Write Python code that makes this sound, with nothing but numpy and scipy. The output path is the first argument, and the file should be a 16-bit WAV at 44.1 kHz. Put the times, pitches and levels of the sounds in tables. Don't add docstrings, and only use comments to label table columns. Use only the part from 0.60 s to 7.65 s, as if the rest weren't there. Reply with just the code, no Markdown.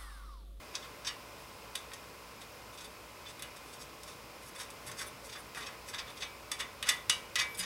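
import sys
import numpy as np
from scipy import signal
from scipy.fft import rfft, irfft, next_fast_len
from scipy.io import wavfile
from scipy.ndimage import uniform_filter1d, map_coordinates

SR = 44100
rng = np.random.default_rng(int(sys.argv[2]) if len(sys.argv) > 2 else 0)


def unload_wav(signal):
    wavfile.write(
        sys.argv[1],
        SR,
        np.round(np.clip(np.atleast_2d(signal).T, -1, 1) * 32767).astype(np.int16),
    )


N = 310905
SPAN = 2 ** 15
CONTACT_SPAN = SPAN // 4

# t/s, level/dB, bass/dB, middle/dB, treble/dB
TAPS = [(0.152, -32, -12, 6.5, -11), (0.448, -35.5, 1, 1.5, -20), (1.1528, -25, -5.5, -9, -7.5),
        (1.3164, -39, 4.5, -18, -17), (1.3339, -39, -3, -1, -3), (2.7931, -41, -2, -12, -5),
        (2.822, -35.5, 2, -6, 1), (3.432, -43.5, -9, -2, 0), (4.1024, -48.5, -9, 0, 4),
        (4.3145, -44, 8, 3.5, 2.5), (4.947, -41, 7, -3, -8), (5.9152, -28.5, 1.5, 0, -3),
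        (6.226, -25, -3.5, -13, -12), (6.2888, -21, -4, -1.5, -1.5), (6.4954, -17.5, -1, 0.5, -5),
        (6.7556, -22.5, -2, 0, -9.5), (6.9465, -44, -9, -4, 0)]
TAP_RISE_S, TAP_HOLD_S, TAP_CONTACT_S = 0.00066, 0.0019, 0.0039


def taps(modes):
    out, t = np.zeros(N), np.arange(CONTACT_SPAN) / SR
    rise = 1 - np.exp(-t / TAP_RISE_S)
    release = np.exp(-np.maximum(t - TAP_HOLD_S, 0) / TAP_CONTACT_S)
    for s, level_db, *colour in TAPS:
        add(out, s, contact(rise * release, level_db, colour, modes, grit=1.5))
    return out


# t/s of strongest bite, level/dB, bass/dB, treble/dB
SCRAPES = [(0.482, -37.5, -1, -12), (1.8208, -47.5, 0, -8), (2.1864, -46, -6, -9), (2.2134, -45, -5, -8),
           (2.2495, -48, -10, -4), (2.668, -46.5, 4, -22), (2.6908, -49.5, -8, -7), (2.971, -50.5, -4, -4),
           (3.1394, -49.5, -10, -3), (3.4854, -49, 5, -5), (3.9619, -49, 6, -1), (4.0088, -38.5, -8, -9),
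           (4.0334, -50, -7, 0), (4.299, -51, 14, -7), (4.3972, -42.5, 6, -3.5), (4.4172, -41, 9.5, -4),
           (4.7003, -44, 0, -12), (4.7327, -40, -4, -12), (4.7627, -46.5, 12.5, -10), (4.962, -49, 11, -6),
           (4.98, -44.5, 15, -2.5), (5.011, -46.5, 8, -8), (5.0314, -43.5, 3, -14),
           (5.0706, -37.5, -3, -16), (5.2915, -48, 7, 2.5), (5.347, -36.5, 5, -15), (5.394, -32.5, -1, -19),
           (5.4834, -46, 5, -19), (5.5784, -44, -7, -12), (5.614, -41, -7, -13), (5.631, -31, -2, -22),
           (5.9972, -42, -7, -9), (6.006, -32.5, 3, -11.5), (6.2954, -24.5, -3, -15),
           (6.7965, -25, -2, -14.5), (6.818, -34.5, 4.5, -9), (6.9969, -41, 1, 5), (7.0111, -36.5, 2, -17),
           (7.0352, -36.5, 3, -12)]
SWELL_S, FADE_S = 0.011, 0.0088
MIDDLE_DB, MIDDLE_SHARE = -2, 0.3


def scrapes(modes):
    out, t = np.zeros(N), np.arange(CONTACT_SPAN) / SR
    bite_s = 2 * SWELL_S
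    rise = np.sin(np.pi / 2 * np.minimum(t / bite_s, 1)) ** 3
    bite = rise * np.exp(-np.maximum(t - bite_s, 0) / FADE_S)
    for s, level_db, bass, treble in SCRAPES:
        colour = bass, MIDDLE_DB + MIDDLE_SHARE * treble, treble
        add(out, s - bite_s, contact(bite, level_db, colour, modes, grit=2.8))
    return out


# start t/s, length/s (cut at CONTACT_SPAN), level/dB, bass/dB, middle/dB, treble/dB
TURNS = [(0.131, 0.045, -48, 5, -11, -12), (0.214, .055, -46, 2.5, -10.5, -17),
         (0.452, 0.044, -39, 0, 1, -13), (0.77, 0.12, -64, -3, -5, 1), (2.124, 0.038, -58, 2, -3, 1),
         (2.689, 0.036, -49, 1, -6, -8), (2.993, 0.2, -61.5, -3, -1, 0), (3.184, 0.063, -58, 0, 3.5, 0),
         (3.44, 0.11, -57.5, -10, 0, -4), (3.809, 0.099, -63, 0, 3, 11), (3.975, 0.053, -49, 14, -1, 1.5),
         (4.251, 0.053, -51.5, 6, -2.5, 4), (4.364, 0.082, -49, 3, 4, -1),
         (4.458, 0.035, -56.5, -11, -8, 6.5), (4.633, 0.047, -55, -9, 5, 5), (4.773, 0.04, -53, -1, -15, 7),
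         (4.961, 0.19, -53, 6, -7, -12), (5.243, .11, -59, 6, 2, -2), (5.487, .04, -50, -10, -10, -10),
         (6.256, 0.061, -37, 6, -5, -11), (6.78, .05, -45, -22, 8, -6), (6.969, .04, -46, -2, -10, 6)]
UNEVEN_DB, UNEVEN_S = 3, 0.013


def turns(modes):
    out, t = np.zeros(N), np.arange(CONTACT_SPAN) / SR
    for s, length, level_db, *colour in TURNS:
        knots = rng.standard_normal(64)
        drag = amp(UNEVEN_DB * np.interp(t / UNEVEN_S, np.arange(len(knots)), knots))
        shape = drag * np.sin(np.pi * np.clip(t / length, 0, 1))
        add(out, s, contact(shape, level_db, colour, modes, grit=3.5))
    return out


# f/Hz, level/dB, t60/s before the limits in steel_modes
STEEL = [(1074, 7.5, 0.057), (1180, -3, 0.024), (1657, -2, 0.074), (1875, 0.5, 0.18), (2033, 5, 0.069),
         (2540, 4.5, 0.084), (3290, -6, 0.076), (3514, 13.5, 0.083), (3685, 8.5, 0.028), (3810, 3, 0.075),
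         (4605, 8, 0.17), (4766, 8, 0.088), (4900, 7, 0.053), (5510, 9, 0.018), (6200, 3, 0.05),
         (6130, 11, 0.049), (6440, 4.5, 0.037), (6580, 2, 0.044), (7750, 7.5, 0.019), (8120, 5, 0.029),
         (8980, 9, 0.023), (9370, 4.5, 0.017), (10250, 3, 0.017), (11100, 4.5, 0.013), (12540, 2, 0.008),
         (12540, 5, .009)]


def steel_modes():
    f = np.fft.rfftfreq(SPAN, 1 / SR)
    hz, db, t60 = np.transpose(STEEL)[:, :, None]
    t60 = np.clip(t60, 0.008, 0.06)
    width = np.log(1000) / np.pi / t60
    return amp(db) * 1j * f * width / (hz ** 2 - f ** 2 + 1j * f * width)


BANDS_HZ = [500, 1700, 3400, 5600, 10000, 15500]
LOW_EDGE_DB, HIGH_EDGE_DB = -16, -18
# f/Hz, t60/s
ARCH = [(500, 0.8), (2000, 0.15), (5500, 0.11), (14000, 0.04)]
# f/Hz, t60/s
WALLS = [(500, 0.56), (2000, 0.39), (5500, 0.25), (14000, 0.29)]


def contact(shape, db, colour, modes, grit):
    hz = np.fft.rfftfreq(SPAN, 1 / SR)
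    burrs = amp(grit * unit(uniform_filter1d(rng.standard_normal(len(shape)), size=40)))
    force = rfft(shape * burrs * rng.standard_normal(len(shape)), SPAN)
    energy = uniform_filter1d(np.abs(force) ** 2, size=400)
    force *= np.linalg.norm(shape) / np.sqrt(energy)
    low, mid, high = colour
    levels = [low + LOW_EDGE_DB, low, 0, mid, high, high + HIGH_EDGE_DB]
    click = force * causal(along(list(zip(BANDS_HZ, levels)), hz))
    ring = amp(rng.normal(0, 2.2, len(modes))) @ modes
    near = (1 + ring) * (1 + amp(-5.5) * tail(ARCH))
    blurred = 1 + 0.6 * ring
    far = blurred * amp(-5.5) * tail(WALLS)
    return amp(db) * irfft(click * (near + far))


# t/s, disc level/dB, hub level/dB, shield level/dB
KNOCKS = [(0.4844, -61, -40.5, -46.5), (2.8218, -66, -47.5, -68), (4.4244, -61, -63, -62),
          (5.0744, -64, -72, -54), (5.3944, -57, -58, -56), (5.6266, -54.5, -60, -60),
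          (5.914, -55.5, -47, -48.5), (6.0072, -66, -46, -43.5), (6.2264, -63, -42, -45),
          (6.2853, -56, -34, -33.5), (6.4964, -49.5, -27.5, -41), (6.757, -48, -34.5, -34),
          (6.8044, -43, -41, -34), (6.9944, -58, -44, -63)]
# f/Hz, level/dB, t60/s
DISC = [(2296, 7.5, 0.57)]
# f/Hz, level/dB, t60/s
HUB = [(2913, 0, .2), (2772, -8, .2), (3048, -6, .13), (3237, -10, .16), (3552, -9, .18), (3852, -5, .15),
       (4554, -9, .16)]
# f/Hz, level/dB, t60/s
SHIELD = [(1960, 0, .22), (2046, -1, .19), (1235, -5, .22), (1710, -5, .16), (1810, -8, .15),
          (1915, -4, .16), (2095, -6, .18), (2493, -6, .2)]


def knocks():
    out, t = np.zeros(N), np.arange(SPAN) / SR
    for s, disc_db, hub_db, shield_db in KNOCKS:
        ring = onset(t) * (ringing(HUB, hub_db, t) + ringing(SHIELD, shield_db, t))
        add(out, s, irfft(rfft(ring) * (1 + amp(-9.0) * tail(WALLS))))
        for hz, db, t60 in DISC:
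            decay = amp(disc_db + db - 60 * t / t60)
            add(out, s, onset(t) * decay * np.sin(2 * np.pi * hz * t))
    return out


# t/s, level/dB
CLINKS = [(6.944, -49), (6.990, -36.5), (7.004, -42)]
# f/Hz, level/dB, t60/s
FREE_NUT = [(4942, 3, 0.11), (6970, -7, .2), (7700, -18, .12), (8600, -8, .06), (9650, 7, 0.064)]


def clinks():
    out, t = np.zeros(N), np.arange(SPAN) / SR
    for s, db in CLINKS:
        add(out, s, onset(t) * ringing(FREE_NUT, db, t))
    return out


# t/s, fundamental f/Hz, level/dB
SQUEAK = [(6.845, 1770, -85), (6.865, 1810, -66), (6.89, 1975, -63), (6.91, 2040, -60), (6.94, 2020, -63),
          (6.965, 1940, -66), (6.98, 1900, -85)]
# multiple of the fundamental, level/dB
OVERTONES = [(5, -5), (6, 0)]


def squeak():
    s, hz, db = np.transpose(SQUEAK)
    t = np.arange(N) / SR
    pitch = np.interp(t, s, hz) * (1 + 0.003 * wobble(300))
    cycles = np.cumsum(pitch) / SR
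    tone = sum(amp(level + 3 * wobble(90)) * np.sin(2 * np.pi * k * cycles) for k, level in OVERTONES)
    return amp(np.interp(t, s, db, -200, -200)) * tone


# t/s, level/dB, f/Hz, t60/s
THUDS = [(4.267, -43, 130, 0.14), (6.509, -53, 119, 0.19), (6.989, -42, 182.5, 0.25)]


def thuds():
    out, t = np.zeros(N), np.arange(SR // 3) / SR
    for s, db, hz, t60 in THUDS:
        rise = 1 - np.exp(-t / 0.015)
        add(out, s, amp(db - 60 * t / t60) * np.sin(2 * np.pi * hz * t) * rise)
    return out


# t/s, level/dB
RUMBLE = [(3.7, -77), (3.77, -81), (3.86, -63), (3.97, -80), (4.31, -62), (4.36, -65.5), (5.14, -71),
          (5.41, -60.5), (5.92, -79), (6.22, -67), (6.41, -72), (6.529, -56), (6.65, -76), (7.05, -62)]


def rumble():
    band = signal.butter(2, [75, 140], "bandpass", fs=SR, output="sos")
    s, db = np.transpose(RUMBLE)
    level = amp(np.interp(np.arange(N) / SR, s, db, -200))
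    return level * unit(signal.sosfilt(band, rng.standard_normal(N)))


# f/Hz, relative level/dB per Hz
AIR = [(12, -35), (30, -9), (60, -5), (95, 0), (200, -3), (355, -2.5), (570, -2.5), (754, -3.5), (1020, -3),
       (1790, -9), (2500, -7), (3500, -12), (6470, -16), (15800, -20)]
AIR_DB = -51
# f/Hz, width/Hz, lift/dB
DUCT = [(435, 22, 5), (495, 34, 8), (531, 25, -9), (553, 26, 8.5), (593, 16, 6.5), (1140, 270, 1),
        (1400, 300, 2), (2074, 37, 6.5), (2490, 200, 4), (5120, 920, 5.5)]


def fan():
    m = next_fast_len(N)
    hz = np.fft.rfftfreq(m, 1 / SR)
    lift = sum(db / (1 + (2 * (hz - centre) / width) ** 2) for centre, width, db in DUCT)
    air = irfft(rfft(rng.standard_normal(m)) * amp(along(AIR, hz) + lift), m)[:N]
    return amp(AIR_DB) * amp(0.3 * wobble(3)) * unit(air)


# multiple of its rotation, level/dB rms
MOTOR = [(1, -70), (2, -75), (5, -78), (6, -77), (15, -75), (16, -76), (17, -75), (18, -67.5), (19, -65),
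         (20, -71), (21, -74), (23, -74), (24, -73), (27, -74), (38, -75), (40, -77)]
# multiple of its frequency, level/dB rms
MAINS = [(1, -67), (3, -79), (4, -77), (10, -74), (12, -78)]
MOTOR_HZ, MAINS_HZ = 54.97, 60.01
CREST_S = 0.077


def hums():
    return hum(MOTOR_HZ, MOTOR) + hum(MAINS_HZ, MAINS)


def hum(hz, orders):
    turn = 2 * np.pi * hz * (np.arange(N) / SR - CREST_S)
    return sum(np.sqrt(2) * amp(db + 1.2 * wobble(4.7)) * np.cos(k * turn) for k, db in orders)


def tail(decays):
    hz, t, z = signal.stft(rng.standard_normal(SPAN // 2), SR, nperseg=256)
    decay = amp(-60 * t / along(decays, hz)[:, None])
    x = signal.istft(z * decay, SR, nperseg=256)[1]
    return rfft(x / np.linalg.norm(x), SPAN)


def ringing(modes, level_db, t):
    out = 0
    for hz, db, t60 in modes:
        decay = amp(level_db + db + rng.normal(0, 0.55) - 60 * t / t60)
        out = out + decay * np.sin(2 * np.pi * hz * t + rng.uniform(0, 2 * np.pi))
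    return out


def onset(t):
    return 1 - np.exp(-t / 0.0041)


def amp(db):
    return 10 ** (np.asarray(db) / 20)


def unit(x):
    return x / np.sqrt(np.mean(x ** 2) + 1e-20)


def along(points, hz):
    f, v = np.transpose(points)
    return np.interp(np.log(hz + 1), np.log(f + 1), v)


def wobble(rate):
    knots = rng.standard_normal(int(N * rate / SR) + 4)
    return map_coordinates(knots, [np.arange(N) * rate / SR], order=1)


def add(track, s, sound):
    part = track[round(s * SR):][:len(sound)]
    part += sound[:len(part)]


def causal(gain_db):
    c = irfft(np.log(amp(gain_db)))
    c[1:len(c) // 2] *= 2
    c[len(c) // 2 + 1:] = 0
    return np.exp(rfft(c))


def scene():
    modes = steel_modes()
    nut = taps(modes) + scrapes(modes) + turns(modes)
    background = rumble() + fan() + hums()
    return (nut + knocks() + clinks() + squeak() + thuds() + background)[None]


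TOP_HZ = 15830


def record(dry):
    m = next_fast_len(N + 4096)
    passed = np.fft.rfftfreq(m, 1 / SR) < TOP_HZ
    return irfft(rfft(dry, m) * passed, m)[:, :N]


dry = scene()
out = record(dry)
unload_wav(out)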